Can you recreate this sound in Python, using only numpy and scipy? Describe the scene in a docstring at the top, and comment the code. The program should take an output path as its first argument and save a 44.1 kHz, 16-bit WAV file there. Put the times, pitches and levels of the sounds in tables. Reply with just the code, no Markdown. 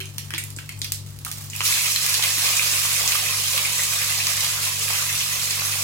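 """Single pops spit from hot oil in an iron wok, over the low hum of a small kitchen.
Then pieces of raw liver slide from a bowl and land with a wet slap. Their water flashes into steam,
making a dense sizzle that slowly calms, with plops of large bubbles and a few knocks of the bowl.
Every burst rattles round the wok and rings briefly in the room. An automatic gain control
turns everything down while the frying is loud, so the hum sinks."""
import sys
import numpy as np
from scipy import signal
from scipy.fft import rfft, irfft
from scipy.io import wavfile

SR = 44100
rng = np.random.default_rng(int(sys.argv[2]) if len(sys.argv) > 2 else 0)


def dump_mix(stems):
    """Bounce the given channels to the path in sys.argv[1] as a 16-bit WAV at rate SR."""
    frames = np.atleast_2d(stems).T  # one column per channel
    limited = np.clip(frames, -1, 1)  # hard clip at full scale
    pcm = np.round(limited * 32767).astype(np.int16)
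    wavfile.write(sys.argv[1], SR, pcm)


N = 257233
TIME, HZ = np.arange(N) / SR, np.fft.rfftfreq(N, 1 / SR)


# Loudness of the sizzle over time, with two brief dips in level. Columns: time_s, level_db
SIZZLE_LOUDNESS = [(1.5, -47), (1.56, -32.5), (1.62, -30), (1.65, -16), (1.72, -16.5), (1.94, -17.5),
                   (1.98, -23.5), (2.04, -18), (2.19, -19.5), (2.24, -17), (2.34, -19.5), (2.39, -16.5),
                   (2.6, -17), (2.8, -17.5), (3.16, -17.5), (3.23, -20), (4.49, -20.5), (4.61, -23.5),
                   (4.65, -19), (4.71, -22.5), (4.74, -26), (4.78, -22.5), (4.96, -20), (5.41, -23),
                   (5.83, -22)]
def sizzle(landing_s=1.648, flash_fade_s=0.031, pool_full_s=2.25):
    """Water boils out of the meat: thin films snap, bubbles ring and steam squeaks."""
    level_db = np.interp(TIME, *np.transpose(SIZZLE_LOUDNESS), left=-100) + 0.4 * drift(20)
    snaps = in_wok(clicks(8000, spread_db=4.2))
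    rings = in_wok(bubbles(389, 16170, spread_db=3.0, cycles=4.3, glide=0.062, count=24000))
    squeaks = in_wok(bubbles(940, 8510, spread_db=1.8, cycles=12.0, glide=0.031, count=600))
    frying = amp(-3.5) * snaps + amp(-3) * rings + amp(-12.5) * squeaks
    frying *= amp(0.7 * drift(45))  # steam escapes from under the meat in spurts
    # Large, low bubbles grow louder as juice gathers under the meat.
    pool_db = np.interp(TIME, [landing_s, pool_full_s], [-3.5, 0])
    frying += (amp(pool_db) - 1) * below(frying, 1400)
    # The wet surface flashes into fine fizz as it lands; the coarse bubbling comes in lumps.
    flash_db = 5 * np.exp(-since(landing_s) / flash_fade_s) * (TIME > landing_s)
    coarse = below(frying, 3500)
    coarse_db = -0.49 + 0.31 * flash_db + 0.94 * drift(21)
    frying = amp(coarse_db) * coarse + amp(0.5 + flash_db) * (frying - coarse)
    return spread_over_wok(amp(level_db) * frying, rattle_db=6.5, room_db=9.5)


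def bubbles(low_hz, high_hz, spread_db, cycles, glide, count):
    """Steam bubbles ring as they burst, each with its own pitch, fade and slide in pitch."""
    when, pitch, life, bend, size = rng.random((count, 5)).T
    hz = low_hz + (high_hz - low_hz) * pitch
    fade_s = cycles * (0.086 + life) / hz
    height = strength(size, spread_db) / np.sqrt(fade_s)
    length = (4 * fade_s * SR).astype(int) + 1
    # Compute all bubbles end to end, then move each to its own start.
    which = np.repeat(np.arange(count), length)
    step = np.arange(len(which)) - (np.cumsum(length) - length)[which]
    age = step / SR / fade_s[which]
    slide = 1 + glide * (2 * bend[which] - 1) * age
    chirps = height[which] * np.sin(2 * np.pi * hz[which] * step / SR * slide) * np.exp(-age)
    start = (when * N).astype(int)
    return unit(np.bincount(start[which] + step, chirps, N)[:N])


# The tone of frying, from bass to treble. 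Columns: pitch_hz, level_db
FRYING_TONE = [(150, -58), (330, -22), (480, -10), (850, -12.5), (1080, -6.5), (1400, -7.5), (1700, -5.5),
               (2500, -0.7), (3100, -1.9), (3800, -1.5), (5800, -0.6), (7900, -0.5), (8700, -3.5),
               (10000, -1.5), (13000, -4.5), (16000, -6.5)]
# Pitches at which the hollow of the wok rings. Columns: pitch_hz, width_hz, level_db
WOK_RINGS = [(676, 36, -3), (1067, 73, -1), (1176, 78, -4.5), (2030, 130, -11.5), (2470, 260, -10)]
def in_wok(x):
    """Gives a sound the tone of frying; the hollow of the wok lifts a few pitches."""
    x = colour(x, FRYING_TONE)
    return unit(x + sum(amp(db) * ring(x, hz, width_hz) for hz, width_hz, db in WOK_RINGS))


# Water drops bursting in the oil. A width_ratio is the ring's width divided by its pitch:
# the smaller, the clearer the note. Columns: start_s, puff_db, pitch_hz, width_ratio, spray_s, crack_db
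WATER_DROPS = [(.003, -18, 2660, 0.39, .005, -27), (.011, -17.5, 2540, 0.18, 0.0023, -29),
               (.056, -26, 6700, 0.43, .0022, -37), (0.1824, -16, 4100, 0.45, 0.001, -19),
               (0.3057, -17.5, 2170, 0.57, 0.0022, -27), (.338, -11.5, 2130, .65, 0.00064, -25.5),
               (.347, -17, 3940, 0.12, .002, -37), (.380, -12.5, 2430, 0.34, 0.0056, -21),
               (.381, -13, 8300, 0.25, 0.012, -25), (.439, -30, 12000, .5, .002, -22),
               (.504, -32, 8000, .5, .001, -30.5), (.564, -21, 7300, 0.2, .003, -42),
               (.587, -19.5, 2290, 0.54, 0.0048, -30), (.692, -17.5, 2600, 0.65, 0.0032, -26),
               (.721, -31, 7000, 0.35, .002, -45), (.791, -27, 9400, 0.25, 0.0033, -39),
               (.817, -11, 4200, 0.65, 0.0015, -26), (.845, -16.5, 3800, 0.8, .007, -21),
               (.921, -21, 9400, .5, 0.00099, -11.5), (1.189, -46, 5000, .5, 0.0009, -30),
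               (1.2493, -42, 6000, .5, 0.00054, -18), (1.3152, -39, 7000, .5, 0.0006, -17),
               (1.5, -21, 6550, 0.29, .005, -35), (1.533, -20, 2720, .3, .004, -34),
               (1.552, -20.5, 2440, .5, 0.0027, -26), (1.563, -20, 12000, .5, .001, -25),
               (1.725, -8, 2300, 0.15, 0.0018, -25), (1.961, -1.5, 3780, 0.46, .002, -18),
               (2.064, -9, 5800, .4, .001, -9), (2.142, -0.5, 4370, 0.4, 0.0044, -12),
               (2.225, -3, 3800, 0.49, .0015, -25), (2.238, -3.5, 2800, 1.1, .003, -10),
               (2.568, -0.5, 6500, 0.34, 0.0089, -25), (2.594, -1.5, 2480, 0.14, 0.005, -21),
               (3.077, -2, 5800, 0.3, 0.0012, -18), (3.121, -2.5, 3100, 0.85, 0.0013, -13),
               (3.577, -2.5, 2850, 0.39, .004, -11), (3.65, -4.5, 2500, 0.11, .008, -25),
               (3.794, -9, 2000, 0.092, .005, -24), (3.834, -10, 6500, .5, .003, -13),
               (4.015, -10, 2380, 0.18, .003, -25), (4.202, -8, 2640, 0.072, 0.003, -22),
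               (4.269, -7, 4350, 0.18, 0.00083, -11), (4.406, -5, 4800, 0.65, 0.0084, -14),
               (4.445, -4.5, 3400, 0.49, .004, -22), (4.64, -12, 2500, 0.37, 0.0054, -22),
               (5.091, -8.5, 2520, 0.14, .005, -28), (5.207, -7.5, 2960, .2, 0.0046, -26),
               (5.507, -6, 4430, 0.37, 0.0047, -22)]
def pops():
    """A drop bursts with a bright crack and a puff of spray that rings the hole left in the oil."""
    sounds = []
    for start_s, puff_db, hz, width_ratio, spray_s, crack_db in WATER_DROPS:
        spray_db = 10 * np.log10(spray_s / 0.0012)  # short bursts snap, long ones puff
        puff = amp(puff_db + 14) * cavity(hz, width_ratio, spray_s, spray_db)
        crack = cavity(hz=8750, width_ratio=2, spray_s=0.39 * spray_s, spray_db=spray_db - 6.5)
        sounds.append((start_s, puff + amp(crack_db + 17) * crack))
    return place(sounds, lowest_hz=910, rattle_db=-2.5, room_db=0.0)


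# Wet slaps and large steam bubbles. Columns: start_s, level_db, pitch_hz, width_ratio
WET_BLOWS = [(1.266, -11, 1240, 0.16), (1.6063, 0.5, 1250, 0.45), (1.616, -4, 2780, .17),
             (1.87, -13, 1160, .2), (2.194, -5, 940, .6), (2.454, -14, 1120, 0.18), (2.852, -5, 1150, 0.18),
             (3.153, -8, 1170, .2), (4.572, -17, 750, 0.41), (4.904, -5, 796, 1), (4.922, -25, 900, .8),
             (5.619, -7.5, 1080, 0.47)]
def plops(splutter_cycles=1.8):
    """Meat slaps the iron and steam bubbles up under it; larger, lower bubbles splutter longer."""
    sounds = [(start_s, amp(db + 5) * cavity(hz, width_ratio, splutter_cycles / hz, spray_db=3.0))
              for start_s, db, hz, width_ratio in WET_BLOWS]
    return place(sounds, lowest_hz=258, rattle_db=-8.0, room_db=-2.5)


def simmer(touch_s=1.245, hold_s=0.18, fade_s=0.088):
    """Oil ticks thinly round the leaves in it, and flares into a crackle at the first touch of meat."""
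    tick_tone = [(300, -28), (1000, -1), (2000, -5), (7000, -1.5), (16000, -6.5)]  # pitch_hz, level_db
    crackle_tone = [(1000, -29), (3000, -8), (6500, -1), (16000, -2)]
    ticks = unit(colour(clicks(1800, spread_db=5.0), tick_tone))
    crackle = unit(colour(clicks(260, spread_db=3.0), crackle_tone))
    flare = amp(-38.5) * (TIME > touch_s) * np.exp(-since(touch_s + hold_s) / fade_s)
    ticks *= np.hypot(amp(-47.5), flare)  # a quiet, steady level plus the flare
    crackle *= amp(-2.5) * flare
    return (spread_over_wok(ticks, rattle_db=5.5, room_db=7.0, spots=6)
            + spread_over_wok(crackle, rattle_db=-4.0, room_db=-4.0, spots=3))


# Bumps of the bowl. Columns: start_s, level_db, pitch_hz, width_ratio
BOWL_BUMPS = [(.002, -26, 381, 0.02), (0.338, -23.5, 327, 0.036), (.57, -28, 290, 0.095),
              (0.817, -36, 279, 0.24), (2.38, -23, 290, .4), (2.731, -26, 280, 0.36)]
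def knocks(contact_s=0.0016):
    """Handling the bowl makes dull knocks that each ring on one low pitch."""
    sounds = [(start_s, amp(db + 11.5) * cavity(hz, width_ratio, contact_s, spray_db=-19.0))
              for start_s, db, hz, width_ratio in BOWL_BUMPS]
    return place(sounds, lowest_hz=190, rattle_db=-12.0, room_db=-16.5)


# The tones of a motor. Columns: pitch_hz, level_db, waver_ratio (0 is steady)
MOTOR_TONES = [(100.1, -39.5, 0.14), (147.1, -44.5, 0)]
# Low pitches at which the room booms. Columns: pitch_hz, width_hz, level_db
ROOM_BOOMS = [(62.2, 1.8, -0.5), (52.7, 4.2, -7.5), (109.5, 2.5, -3)]
# The tone of the room's soft noise. Columns: pitch_hz, level_db
AIR_TONE = [(20, -13), (45, -18), (95, 4.5), (150, 2), (250, -6), (400, -11.5), (800, -19.5), (2000, -32),
            (6000, -38), (16000, -41)]
def hum():
    """A motor hums two low tones over the rumble and soft noise of the room."""
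    tones = np.zeros(N)
    for hz, db, waver_ratio in MOTOR_TONES:
        waver = 1 + waver_ratio * (drift(3.5) + 1j * drift(4.3))  # in both level and phase
        tones += np.sqrt(2) * amp(db) * (waver * np.exp(2j * np.pi * hz * TIME)).real
    stir = rng.standard_normal(N) + 0.87 * rng.standard_normal((2, N))  # shared, plus some for each ear
    rumble = sum(amp(db) * unit(ring(stir, hz, width_hz)) for hz, width_hz, db in ROOM_BOOMS)
    air_gain = amp(curve_at(AIR_TONE, HZ))
    shared, left, right = (unit(irfft(rfft(x) * air_gain, N)) for x in rng.standard_normal((3, N)))
    air = shared + 0.63 * np.array([left, right])
    lean_left = amp([[0.6], [-0.6]])
    return lean_left * (amp(-0.2) * tones + amp(-54) * rumble + amp(-49.5) * air)


# How long the room's echo takes to fade by 60 dB. Columns: pitch_hz, fade_s
ROOM_FADE = [(200, 0.24), (1000, 0.24), (4000, 0.35), (9000, 0.26), (16000, 0.18)]
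def echoes(x, rattle_db, room_db, rattle_s=0.0039):
    """Sound from one spot arrives directly, then bounces off the iron, then round the room."""
    t = np.arange(SR // 3) / SR
    rattle, room = rng.standard_normal((2, 2, len(t)))
    rattle *= np.exp(-t / rattle_s) * (t > 0.0003)
    hz, age_s, spectrum = signal.stft(room * (t > 0.003), SR, nperseg=256)
    spectrum *= amp(-60 * age_s / curve_at(ROOM_FADE, hz)[:, None])
    room = signal.istft(spectrum, SR, nperseg=256)[1][:, :len(t)]
    paths = amp(rattle_db) * unit(rattle) + amp(room_db) * unit(room)
    paths[[0, 1], [0, 6]] += np.sqrt(len(t))  # the direct sound reaches the left 6 samples sooner
    return signal.fftconvolve(x[None], unit(paths) / np.sqrt(len(t)), axes=1)


def spread_over_wok(x, rattle_db, room_db, spots=22):
    """Shares a sound among many spots of the wok; the liveliest spot keeps changing."""
    shares = np.array([amp(23.2 * drift(63)) for _ in range(spots)])
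    shares /= np.linalg.norm(shares, axis=0)
    return sum(echoes(x * share, rattle_db, room_db)[:, :N] for share in shares)


def place(sounds, lowest_hz, rattle_db, room_db):
    """Plays each (start_s, sound) from a spot of its own and trims away the bass."""
    mix = np.zeros((2, N))
    for start_s, sound in sounds:
        heard = echoes(sound, rattle_db, room_db, rattle_s=0.0019)
        start = round(start_s * SR)
        mix[:, start:start + heard.shape[1]] += heard[:, :N - start]
    return signal.sosfilt(signal.butter(2, lowest_hz, "high", fs=SR, output="sos"), mix)


def cavity(hz, width_ratio, spray_s, spray_db, size=4096):
    """One push and a dying spray of noise make a small hollow ring."""
    t = np.arange(size) / SR
    push = amp(spray_db) * unit(rng.standard_normal(size) * np.exp(-t / spray_s)) / np.sqrt(size)
    push[0] += 1
    burst = ring(push, hz, hz * width_ratio)
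    burst = ring(burst, hz, hz * 18)  # softens the far bass and treble
    return burst / np.linalg.norm(burst)


def clicks(per_s, spread_db):
    """Clicks at random moments."""
    chance, size, sign = rng.random((3, N))
    return (chance < per_s / SR) * np.sign(sign - 0.5) * strength(size, spread_db)


def strength(draw, spread_db):
    """Turns random numbers from 0 to 1 into burst sizes: many small, a few large."""
    return amp(spread_db * np.minimum(-np.log(1 - draw), 5))


def drift(rate_hz, size=8192):
    """Smooth random wandering of about size 1; a higher rate wanders faster."""
    step_s = N / SR / size
    smoothing = np.exp(-(np.fft.rfftfreq(size, step_s) / rate_hz) ** 2)
    wander = irfft(rfft(rng.standard_normal(size)) * smoothing)
    return np.interp(TIME, np.arange(size) * step_s, unit(wander))


def colour(x, tone, size=2048):
    """Shapes a sound with a (pitch_hz, level_db) curve so that clicks keep a sharp start."""
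    log_gain = np.log(amp(curve_at(tone, abs(np.fft.fftfreq(size, 1 / SR)))))
    taps = np.fft.ifft(np.exp(np.conj(signal.hilbert(log_gain)))).real
    return signal.oaconvolve(x, taps[:size // 2])[:len(x)]


def ring(x, hz, width_hz):
    """Rings at one pitch; the narrower the width, the longer it lasts."""
    sharpness = hz / min(width_hz, SR / 3)
    return signal.lfilter(*signal.iirpeak(min(hz, SR * 0.45), sharpness, SR), x)


def below(x, hz):
    """The part of a sound under a pitch."""
    return signal.sosfiltfilt(signal.butter(3, hz, fs=SR, output="sos"), x)


def curve_at(points, hz):
    """Reads between the rows of a (pitch_hz, value) table."""
    pitches, values = np.transpose(points)
    return np.interp(np.log(hz + 1), np.log(pitches + 1), values)


def since(start_s):
    """Seconds since start_s; zero before it."""
    return np.maximum(TIME - start_s, 0)


def amp(db):
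    """Turns decibels into a multiplier."""
    return 10 ** (np.asarray(db) / 20)


def unit(x):
    """Scales a sound to an average power of 1."""
    return x / np.sqrt(np.mean(x ** 2) + 1e-20)


def gain_control(x, threshold_db=-27.5, ratio=1.588, settle_s=0.048):
    """Turns everything down while the frying is loud and back up as it calms."""
    memory = np.exp(-1 / (settle_s * SR))
    power = signal.lfilter([1 - memory], [1, -memory], (x ** 2).mean(0))
    excess_db = np.maximum(10 * np.log10(power + 1e-12) - threshold_db, 0)
    return x / amp(excess_db * (1 - 1 / ratio))


def scene():
    """Frying sounds over the hum of the kitchen."""
    return hum() + simmer() + sizzle() + plops() + knocks() + pops()


# How much louder the left microphone is than the right. Columns: pitch_hz, left_minus_right_db
MIC_BALANCE = [(250, 3), (500, -0.5), (1000, 5), (1300, -2.5), (2000, 4.5), (2650, -5.5), (3600, -1),
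               (4800, -4), (6800, -1), (7900, -2.5), (8600, -2.5), (9500, -5), (11500, -7.5), (14000, 0)]
def record(dry, top_hz=16000):
    """Each microphone adds its own tone; then come the gain control and a cut of the highest treble."""
    left = colour(dry[0], [(hz, db / 2) for hz, db in MIC_BALANCE])
    right = colour(dry[1], [(hz, -db / 2) for hz, db in MIC_BALANCE])
    treble_cut = signal.firwin(511, top_hz, window=("kaiser", 9), fs=SR)
    return signal.oaconvolve(gain_control(np.array([left, right])), treble_cut[None], "same")


dry = scene()
out = record(dry)
dump_mix(out)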